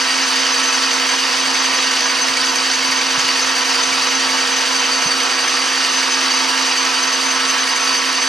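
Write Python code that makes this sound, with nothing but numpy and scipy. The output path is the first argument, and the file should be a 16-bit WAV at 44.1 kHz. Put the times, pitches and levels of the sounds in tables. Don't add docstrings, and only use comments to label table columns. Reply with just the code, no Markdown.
import sys
import numpy as np
from scipy import signal
from scipy.fft import rfft, irfft
from scipy.io import wavfile
from scipy.ndimage import uniform_filter1d

SR = 44100
rng = np.random.default_rng(int(sys.argv[2]) if len(sys.argv) > 2 else 0)


def master_out(mix):
    frames = np.transpose(np.atleast_2d(mix))
    ceiling = np.clip(frames, -1, 1)
    pcm = np.round(ceiling * 32767).astype(np.int16)
    wavfile.write(sys.argv[1], SR, pcm)


N = 365148
T, HZ = np.arange(N) / SR, np.fft.rfftfreq(N, 1 / SR)

TURN_HZ = 10.9443
MAINS_HZ = 120.02
MESH_TEETH, LAYSHAFT = 30, .4412
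CAGE, BALLS = .399, 1.601

# multiple of the magnetic pull, level/dB
HUM = [(1, -59), (2, -50.5), (4, -38.5), (8, -56)]
# multiple of the turn, level/dB
GEARS = [(24, -35), (24.44, -50), (25, -54.5), (30, -53), (31, -53), (33, -52.5), (38, -53.5), (48, -64),
         (54, -51.5), (59, -55), (60, -48), (65, -47), (83, -39.5), (84, -53), (90, -41.5), (91, -41.5),
         (92, -42.5), (95, -53), (102, -39.5), (104, -48), (105, -42.5), (119, -50), (120, -37),
         (127, -44.5), (150, -43)]
# f/Hz, level/dB
TONES = [(1509.5, -44.5), (2490.7, -44.5)]
# f/Hz, level/dB of each
TEETH = [(270, -76), (350, -55), (520, -71), (800, -53), (1100, -51.5), (1700, -55), (2200, -70),
         (2600, -61)]
# f/Hz, level/dB per Hz
ROAR = [(20, -43), (100, -42), (230, -24.5), (440, -18.5), (520, -11), (570, -16.5), (830, -11), (950, -9),
        (2900, -8.5), (3400, -11.5), (5800, -11), (7200, -21.5), (11900, -38), (15600, -49)]
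CASTING_HZ = [995, 1035, 1130, 1203, 1312, 1480, 1570, 1642, 1760, 1878, 2058, 2097, 2260, 2605, 2799, 2897,
              2960, 3060, 3123, 3278, 3608, 3902, 4070, 4525, 4750, 4970, 5289, 5700, 6600, 530, 2295, 4265,
              4375, 4890, 6230]
# width/Hz, level/dB
CASTING_SHAPE = [(56, -13.5), (25, -30), (60, -9), (30, -6), (32.407, -26), (60, -10), (35, -9.5),
                 (34.8, -5), (50, -10), (80, -3), (30, -8), (30, -5), (120, -28), (80, -6), (39.3, -2),
                 (50, -3.5), (50, -6.5), (40, -5.5), (30, -4), (25, -3.5), (40, -5), (50, -4.5), (60, -8),
                 (80, -3.5), (140, -8), (50, -5), (80, -6), (270, -10.5), (300, -13.5), (30, -16.5),
                 (30, -5.5), (50, -16), (50, -6), (70, -8.5), (50, -20)]
NODES_HZ = [430, 555, 850, 1070, 1180, 1412, 1610, 2015, 2155, 2345, 2690, 2850, 4160]
# t/s, machine level/dB, cut hiss against the roar/dB, motor drone against the roar/dB
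LOAD = [(0.0, -14.5, -13.5, 0.5), (1.5, -14, -15.5, 2), (2.7, -15, -14, 3), (4.2, -14.5, -14, 3),
        (5.3, -14, -17.5, 2.5), (5.8, -14, -15, 1), (8.28, -14.5, -16.5, 0.5)]
# f/Hz, depth/dB per unit of swell
BITE = [(300, 1), (620, 0.2), (950, -4.5), (1600, 1), (2500, 0.52), (5500, -0.5), (8000, 2.7), (12000, 2)]
# beats a turn, depth/dB, first peak t/s
RATTLE = [(2, .7, .008), (4, .4, .001), (5, .55, .017), (11, .4, .002), (30, .7, .001)]
# f/Hz, width/Hz, level/dB rms, cage throb/dB, cage peak t/s, turn throb/dB
RINGS = [(4622, 128.3, -27, 2.0, 0.12, 2.5), (6150, 99.3, -31.5, 2.5, 0.21, 1),
         (8350, 1100, -37.5, 0, 0.14, 0.7), (9490, 49, -46.5, 3.5, 0.12, 0), (11240, 650, -49, 0, .13, 1.8)]
# t/s, level/dB, f/Hz
PINGS = [(0.181, -19, 2240), (0.7277, -25, 2280), (1.0934, -21, 2270), (1.4576, -17, 2250),
         (1.5489, -19, 2190), (2.0991, -19, 2270), (2.1884, -19, 2180), (2.2812, -24, 2180),
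         (2.3735, -18, 2260), (2.7357, -21, 2240), (2.828, -16, 2190), (2.921, -19, 2200),
         (3.011, -15, 2290), (3.1941, -19, 2260), (3.7444, -26, 2170), (3.927, -18, 2255),
         (4.1121, -20, 2170), (4.2911, -17, 2170), (4.3809, -17, 2260), (5.2051, -21, 2200),
         (5.474, -18, 2170), (8.2187, -21, 2180)]
# t/s, level/dB, body against the tick/dB, left over right/dB
CHIPS = [(0.7282, -25, -5, -3.0), (2.0083, -20, -6, -5), (2.2837, -22, 3, -4), (2.372, -17, -7, -4),
         (2.4149, -21, 5, -4), (2.5576, -17, -16, -3.5), (2.6594, -28, -2, -3), (2.7362, -26, -2, -7),
         (2.9113, -18, -9, -3), (3.2056, -23, 1, -3), (3.2824, -16, -4, -4), (3.5568, -24, -3, 1),
         (3.7529, -19, -7, -1), (5.2026, -21, 3, -5), (7.5113, -21, -3, -6), (7.6929, -21, -2, -5),
         (7.7638, -23, 3, -3), (7.9598, -25, 1, -4.0), (8.0556, -23, -3, -6.5), (8.1289, -23, -3, -3.0)]
# beats a turn, depth/dB, first peak t/s
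SQUEAL_THROB = [(CAGE, 1, 0.23), (2 * CAGE, 1.8, 0.045), (BALLS, 3.2, 0.0035), (1.3, 1, .003)]
# start t/s, length/s, level/dB
CHIRPS = [(0.218, 0.04, -29), (0.388, 0.027, -23.5), (0.516, 0.029, -23), (0.627, 0.027, -25),
          (0.676, 0.021, -22), (0.727, 0.042, -22), (1.637, 0.036, -26), (1.767, 0.037, -25),
          (1.986, 0.04, -28), (2.04, 0.023, -23), (2.215, 0.03, -23), (2.54, 0.045, -27.5),
          (2.73, 0.025, -25), (3.42, 0.018, -19.5), (3.826, 0.024, -26), (4.148, 0.025, -22),
          (4.375, 0.028, -26), (4.514, 0.037, -27), (4.555, 0.031, -28), (4.774, 0.032, -26),
          (4.836, 0.041, -27), (4.947, 0.036, -26), (5.01, 0.031, -24), (5.065, 0.018, -20),
          (5.206, 0.041, -26), (5.47, 0.026, -27), (5.917, 0.079, -26), (6.11, 0.036, -25),
          (6.37, 0.03, -26), (6.773, 0.064, -24), (7.021, 0.021, -21), (7.124, 0.037, -21.5),
          (7.252, 0.033, -25), (7.287, 0.032, -24), (7.489, 0.027, -24), (7.58, 0.054, -28),
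          (7.755, 0.037, -28), (7.826, 0.026, -23.5), (7.963, 0.03, -23.5), (8.208, 0.027, -20)]
# t/s, level/dB, f/Hz
BUMPS = [(2.29, -44, 115), (2.335, -44, 130), (2.412, -38, 140), (2.884, -38, 150), (3.175, -28, 140),
         (3.239, -44, 115), (3.442, -46, 60), (3.872, -43, 125), (3.917, -41, 125), (5.057, -24, 155)]
# f/Hz, correlation from -1 to 1
SAME = [(60, -0.25), (130, -0.29), (210, 0.88), (500, 0.97), (1200, 0.95), (2700, 0.78), (4200, 0.95),
        (6300, 0.87), (7300, 0.53), (8200, 0.21), (11400, 0.62), (13400, -0.35), (15000, -0.05)]
# f/Hz, left over right/dB
LEAN = [(60, 1), (160, -1), (270, -12.5), (450, -9.5), (740, -8.5), (1220, -5.5), (2010, -2.0),
        (3330, -1.5), (5500, 0.5), (6900, -2), (8300, -11.5), (10400, -0.2), (15000, -0.4)]
# f/Hz, lead/rad
LEAD = [(100, .1), (260, .45), (1300, .75), (2700, .2), (3600, .4), (6300, -.25), (7300, -.9), (8400, .6),
        (10700, 0)]


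def gain_of(db):
    return 10 ** (np.asarray(db) / 20)


def panned_gain(db, pan_db):
    return gain_of(db + np.array([[pan_db / 2], [-pan_db / 2]]))


def evened(x):
    return x / np.sqrt(np.mean(x ** 2) + 1e-20)


def read(points, hz):
    f, value = np.transpose(points)
    return np.interp(np.log(hz + 1), np.log(f + 1), value)


def add(mix, s, sound):
    part = mix[..., round(s * SR):][..., :sound.shape[-1]]
    part += sound[..., :part.shape[-1]]


def drift(hz, count):
    knots = np.arange(0, T[-1] + .01, .005)
    memory = np.exp(-2 * np.pi * hz * knots[1])
    noise = rng.standard_normal((count, len(knots) + 999))
    rows = signal.lfilter([1], [1, -memory], noise)[:, 999:]
    return np.array([np.interp(T, knots, evened(row - row.mean())) for row in rows])


def beats(parts):
    return sum(db * np.cos(2 * np.pi * k * TURN_HZ * (T - s)) for k, db, s in parts)


def load(axis):
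    column = np.interp(T, *np.transpose(LOAD)[[0, axis]])
    return column - column.mean()


def mode(hz, width):
    return 1 / (1 + ((HZ - hz) / (width / 1.8)) ** 2) ** 2


def ports(near, far):
    same = np.clip(read(SAME, HZ), -1, 1)
    lean, lead = gain_of(read(LEAN, HZ)), read(LEAD, HZ)
    left = lean * np.exp(1j * lead) * (same * near + np.sqrt(1 - same ** 2) * far)
    level = 2 / np.sqrt(1 + lean ** 2 + 2 * lean * same * np.cos(lead))
    return irfft(np.array([left, near]) * level, N)


def rumble():
    steady_db, after_t60_s = -72, .7
    after_db, after_share = -56, 0.59
    low = irfft(np.sqrt(mode(92.0, 90.)) * rfft(rng.standard_normal((2, N))), N)
    stirred = 0
    for s, db, hz in BUMPS:
        start_db = after_db + after_share * (db + 25)
        rise = np.clip((T - s) / .02, 0, 1)
        stirred = stirred + rise * gain_of(start_db - 60 * abs(T - s) / after_t60_s)
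    lumps = gain_of(2.0 * drift(6., count=1)[0])
    return evened(low + 0.55 * low[::-1]) * (gain_of(steady_db) + stirred) * lumps


def bumps():
    rise, ring, pan_db = 0.5, 1, -4
    out = np.zeros((2, N))
    for s, db, hz in BUMPS:
        u = np.arange(6000) * hz / SR
        sagging = np.cos(2 * np.pi * (u + 0.36 * (1 - np.exp(-u / 0.38))))
        knock = sagging * (1 - np.exp(-(u / rise) ** 2)) * np.exp(-u / ring)
        scuff = np.exp(-u / 1.2) * evened(uniform_filter1d(rng.standard_normal(len(u)), size=70))
        add(out, s, panned_gain(db, pan_db) * (knock / abs(knock).max() + 0.14 * scuff))
    return out


def motor_and_gears():
    lines = [(k * MAINS_HZ, db) for k, db in HUM] + [(k * TURN_HZ, db) for k, db in GEARS] + TONES
    wobble, out = drift(0.75, count=8), np.zeros(N)
    runout = 0.74 * np.cos(2 * np.pi * (TURN_HZ * T - .1))
    for i, (hz, db) in enumerate(lines):
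        pitch_wobble, level_wobble = wobble[i % 4], wobble[4 + i % 4]
        phase = 2 * np.pi * (hz * T + rng.random()) + 0.0013 * hz * pitch_wobble
        if np.isclose(hz / TURN_HZ % MESH_TEETH, 0):
            phase += .85 * np.sin(2 * np.pi * LAYSHAFT * TURN_HZ * T)
        if i < len(HUM):
            sway_db = load(axis=3)
        else:
            sway_db = 0.0017 * hz * (level_wobble - runout)
        out += np.sqrt(2) * gain_of(db + sway_db + 0.78 * level_wobble) * np.sin(phase)
    return out


def housing():
    node_width_hz, node_depth = 40, 0.68
    peaks = gain_of(read(ROAR, HZ)) ** 2
    for hz, (width, db) in zip(CASTING_HZ, CASTING_SHAPE):
        peaks = peaks + gain_of(db) ** 2 * mode(hz, width)
    nodes = sum(mode(hz, node_width_hz) for hz in NODES_HZ)
    return peaks * np.clip(1 - node_depth * nodes, .05, 1)


def teeth():
    order = HZ / TURN_HZ
    comb = 1 / (1 + ((order - np.round(order)) * TURN_HZ / 0.46) ** 2)
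    comb += gain_of(-6.0) / (1 + ((order % 1 - .5) * TURN_HZ / 0.5) ** 2)
    line_gains = gain_of(2.5 * rng.standard_normal(4000).clip(-3, 1.5))
    uneven = line_gains[np.round(2 * order).astype(int).clip(0, 3999)]
    resonance = np.sqrt(housing()) / gain_of(read(ROAR, HZ))
    band = (HZ < TEETH[-1][0]) * (HZ > TEETH[0][0])
    lines = comb * uneven * gain_of(read(TEETH, HZ)) * resonance * band
    return irfft(lines * rfft(rng.standard_normal(N)), N) * np.sqrt(SR / 2)


def squeal():
    squeal_hz, floor_db = 6157, -35.5
    edge_s = 0.02
    pitch_hz, flutter_db = drift(25., count=2) * [[10.], [2.]]
    level = gain_of(floor_db + beats(SQUEAL_THROB) + 2.4 * drift(9., count=1)[0])
    for s, length, db in CHIRPS:
        shape = np.clip(np.minimum(T - s, s + length - T) / edge_s + .5, 0, 1)
        level = np.maximum(level, gain_of(db) * np.sin(np.pi / 2 * shape) ** 2)
    whistle = np.sin(2 * np.pi * np.cumsum(squeal_hz + pitch_hz) / SR)
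    return np.sqrt(2) * level * gain_of(flutter_db) * whistle


def chips():
    out, t = np.zeros((2, N)), np.arange(900) / SR
    bright = signal.butter(2, [6500, 10500], "band", fs=SR)
    small = rng.random((900, 3)) * [T[-1], 14, -12]
    patter = [(s, -42.0 + size_db, -3, pan_db) for s, size_db, pan_db in small]
    for s, db, body_db, pan_db in list(CHIPS) + patter:
        hiss = evened(signal.lfilter(*bright, rng.standard_normal(len(t))))
        tick = gain_of(-8.0 - 60 * t / 0.024) * hiss
        swell = t / .0005 * np.exp(1 - t / .0005)
        body = gain_of(body_db + 9.0) * swell * np.sin(2 * np.pi * rng.uniform(4400, 5100) * t)
        add(out, s, panned_gain(db, pan_db) * (tick + body))
    return out


def pings():
    t60_s, crack_db = 0.065, -8
    soft_db, spread_db = -19, 26
    out, t = np.zeros(N), np.arange(3000) / SR
    loud_turns = np.round(np.transpose(PINGS)[0] * TURN_HZ)
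    chance = rng.random((int(T[-1] * TURN_HZ), 3))
    soft = []
    for turn, (early, softness, pitch) in enumerate(chance, start=1):
        if turn not in loud_turns:
            s = (turn - 0.0517 * early) / TURN_HZ
            soft.append((s, soft_db - spread_db * softness, 2180 + 160 * pitch))
    for s, db, hz in list(PINGS) + soft:
        ring = gain_of(-60 * t / t60_s) * (1 - np.exp(-t / 0.0003)) * np.sin(2 * np.pi * hz * t)
        crack_noise = uniform_filter1d(rng.standard_normal(len(t)), size=5)
        add(out, s, gain_of(db) * (ring + gain_of(crack_db - 60 * t / .012) * crack_noise))
    return out


def rings():
    wander = 0.12
    out, chatter_db = 0, 1.3 * drift(45., count=1)[0]
    for hz, width, db, cage_db, cage_s, turn_db in RINGS:
        throb_db = beats([(CAGE, cage_db, cage_s), (1, turn_db, .018)])
        noise = rfft(rng.standard_normal((2, N)))
        ring = signal.hilbert(irfft(np.sqrt(mode(hz, width)) * noise, N))
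        stray_hz = wander * width * drift(5., count=1)[0]
        ring = (ring * np.exp(2j * np.pi * np.cumsum(stray_hz) / SR)).real
        shape = gain_of(throb_db + drift(12., count=1)[0] + chatter_db)
        out = out + gain_of(db) * rfft(evened(ring * shape))
    return out


def roar():
    roar_db = -18.5
    colour, rattle_db = housing(), beats(RATTLE)
    turn = (T * TURN_HZ + 0.046) % 1
    high_spot = evened(np.exp(-turn / 0.58) + np.exp(-(1 - turn) / 0.12) - .27)
    grit = gain_of(0.8 * evened(uniform_filter1d(rng.exponential(1, N) ** 2 - 2, size=30)))
    scrape_db = 0.36 * drift(25., count=1)[0]
    out, centres = 0, [hz for hz, db in BITE]
    for hz, bite_db in BITE:
        share = read([(c, float(c == hz)) for c in centres], HZ)
        treble = np.clip(np.log(hz / 1000) / np.log(12), 0, 1)
        if hz == centres[1]:
            own_db = load(axis=3)
        else:
            own_db = (hz > centres[1]) * scrape_db
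        low_db = 0.6 * (1 - treble) * drift(21.0, count=1)[0]
        cut_db = treble * (load(axis=2) + 1.2 * drift(8.3, count=1)[0])
        shape = gain_of(rattle_db + own_db + low_db + bite_db * high_spot + cut_db)
        shape = shape * grit ** np.sqrt(treble)
        out = out + np.sqrt(share * colour) * rfft(evened(shape * rng.standard_normal((2, N))))
    return gain_of(roar_db) * out / np.sqrt(np.mean(colour))


def scene():
    tones = rfft(motor_and_gears() + teeth() + pings())
    near, far = roar() + rings()
    machine = ports(near + tones, far + .5 * tones) * gain_of(load(axis=1))
    whistle = rfft(squeal())
    return machine + ports(whistle, whistle) / 1.1 + chips() + bumps() + rumble()


def record(dry):
    edge_hz = 15720
    peak_db = 20 * np.log10(abs(dry).max(0) + 1e-9)
    fall_db = T * 40.
    held_db = np.maximum.accumulate(peak_db + fall_db) - fall_db
    over_db = np.maximum(held_db + 2.0, 0)
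    ducked = dry / gain_of(signal.lfilter(np.ones(12) / 12, 1, over_db))
    lowpass = signal.firwin(1023, edge_hz, window=("kaiser", 9), fs=SR)
    return signal.oaconvolve(ducked, lowpass[None], "same")


dry = scene()
out = record(dry)
master_out(out)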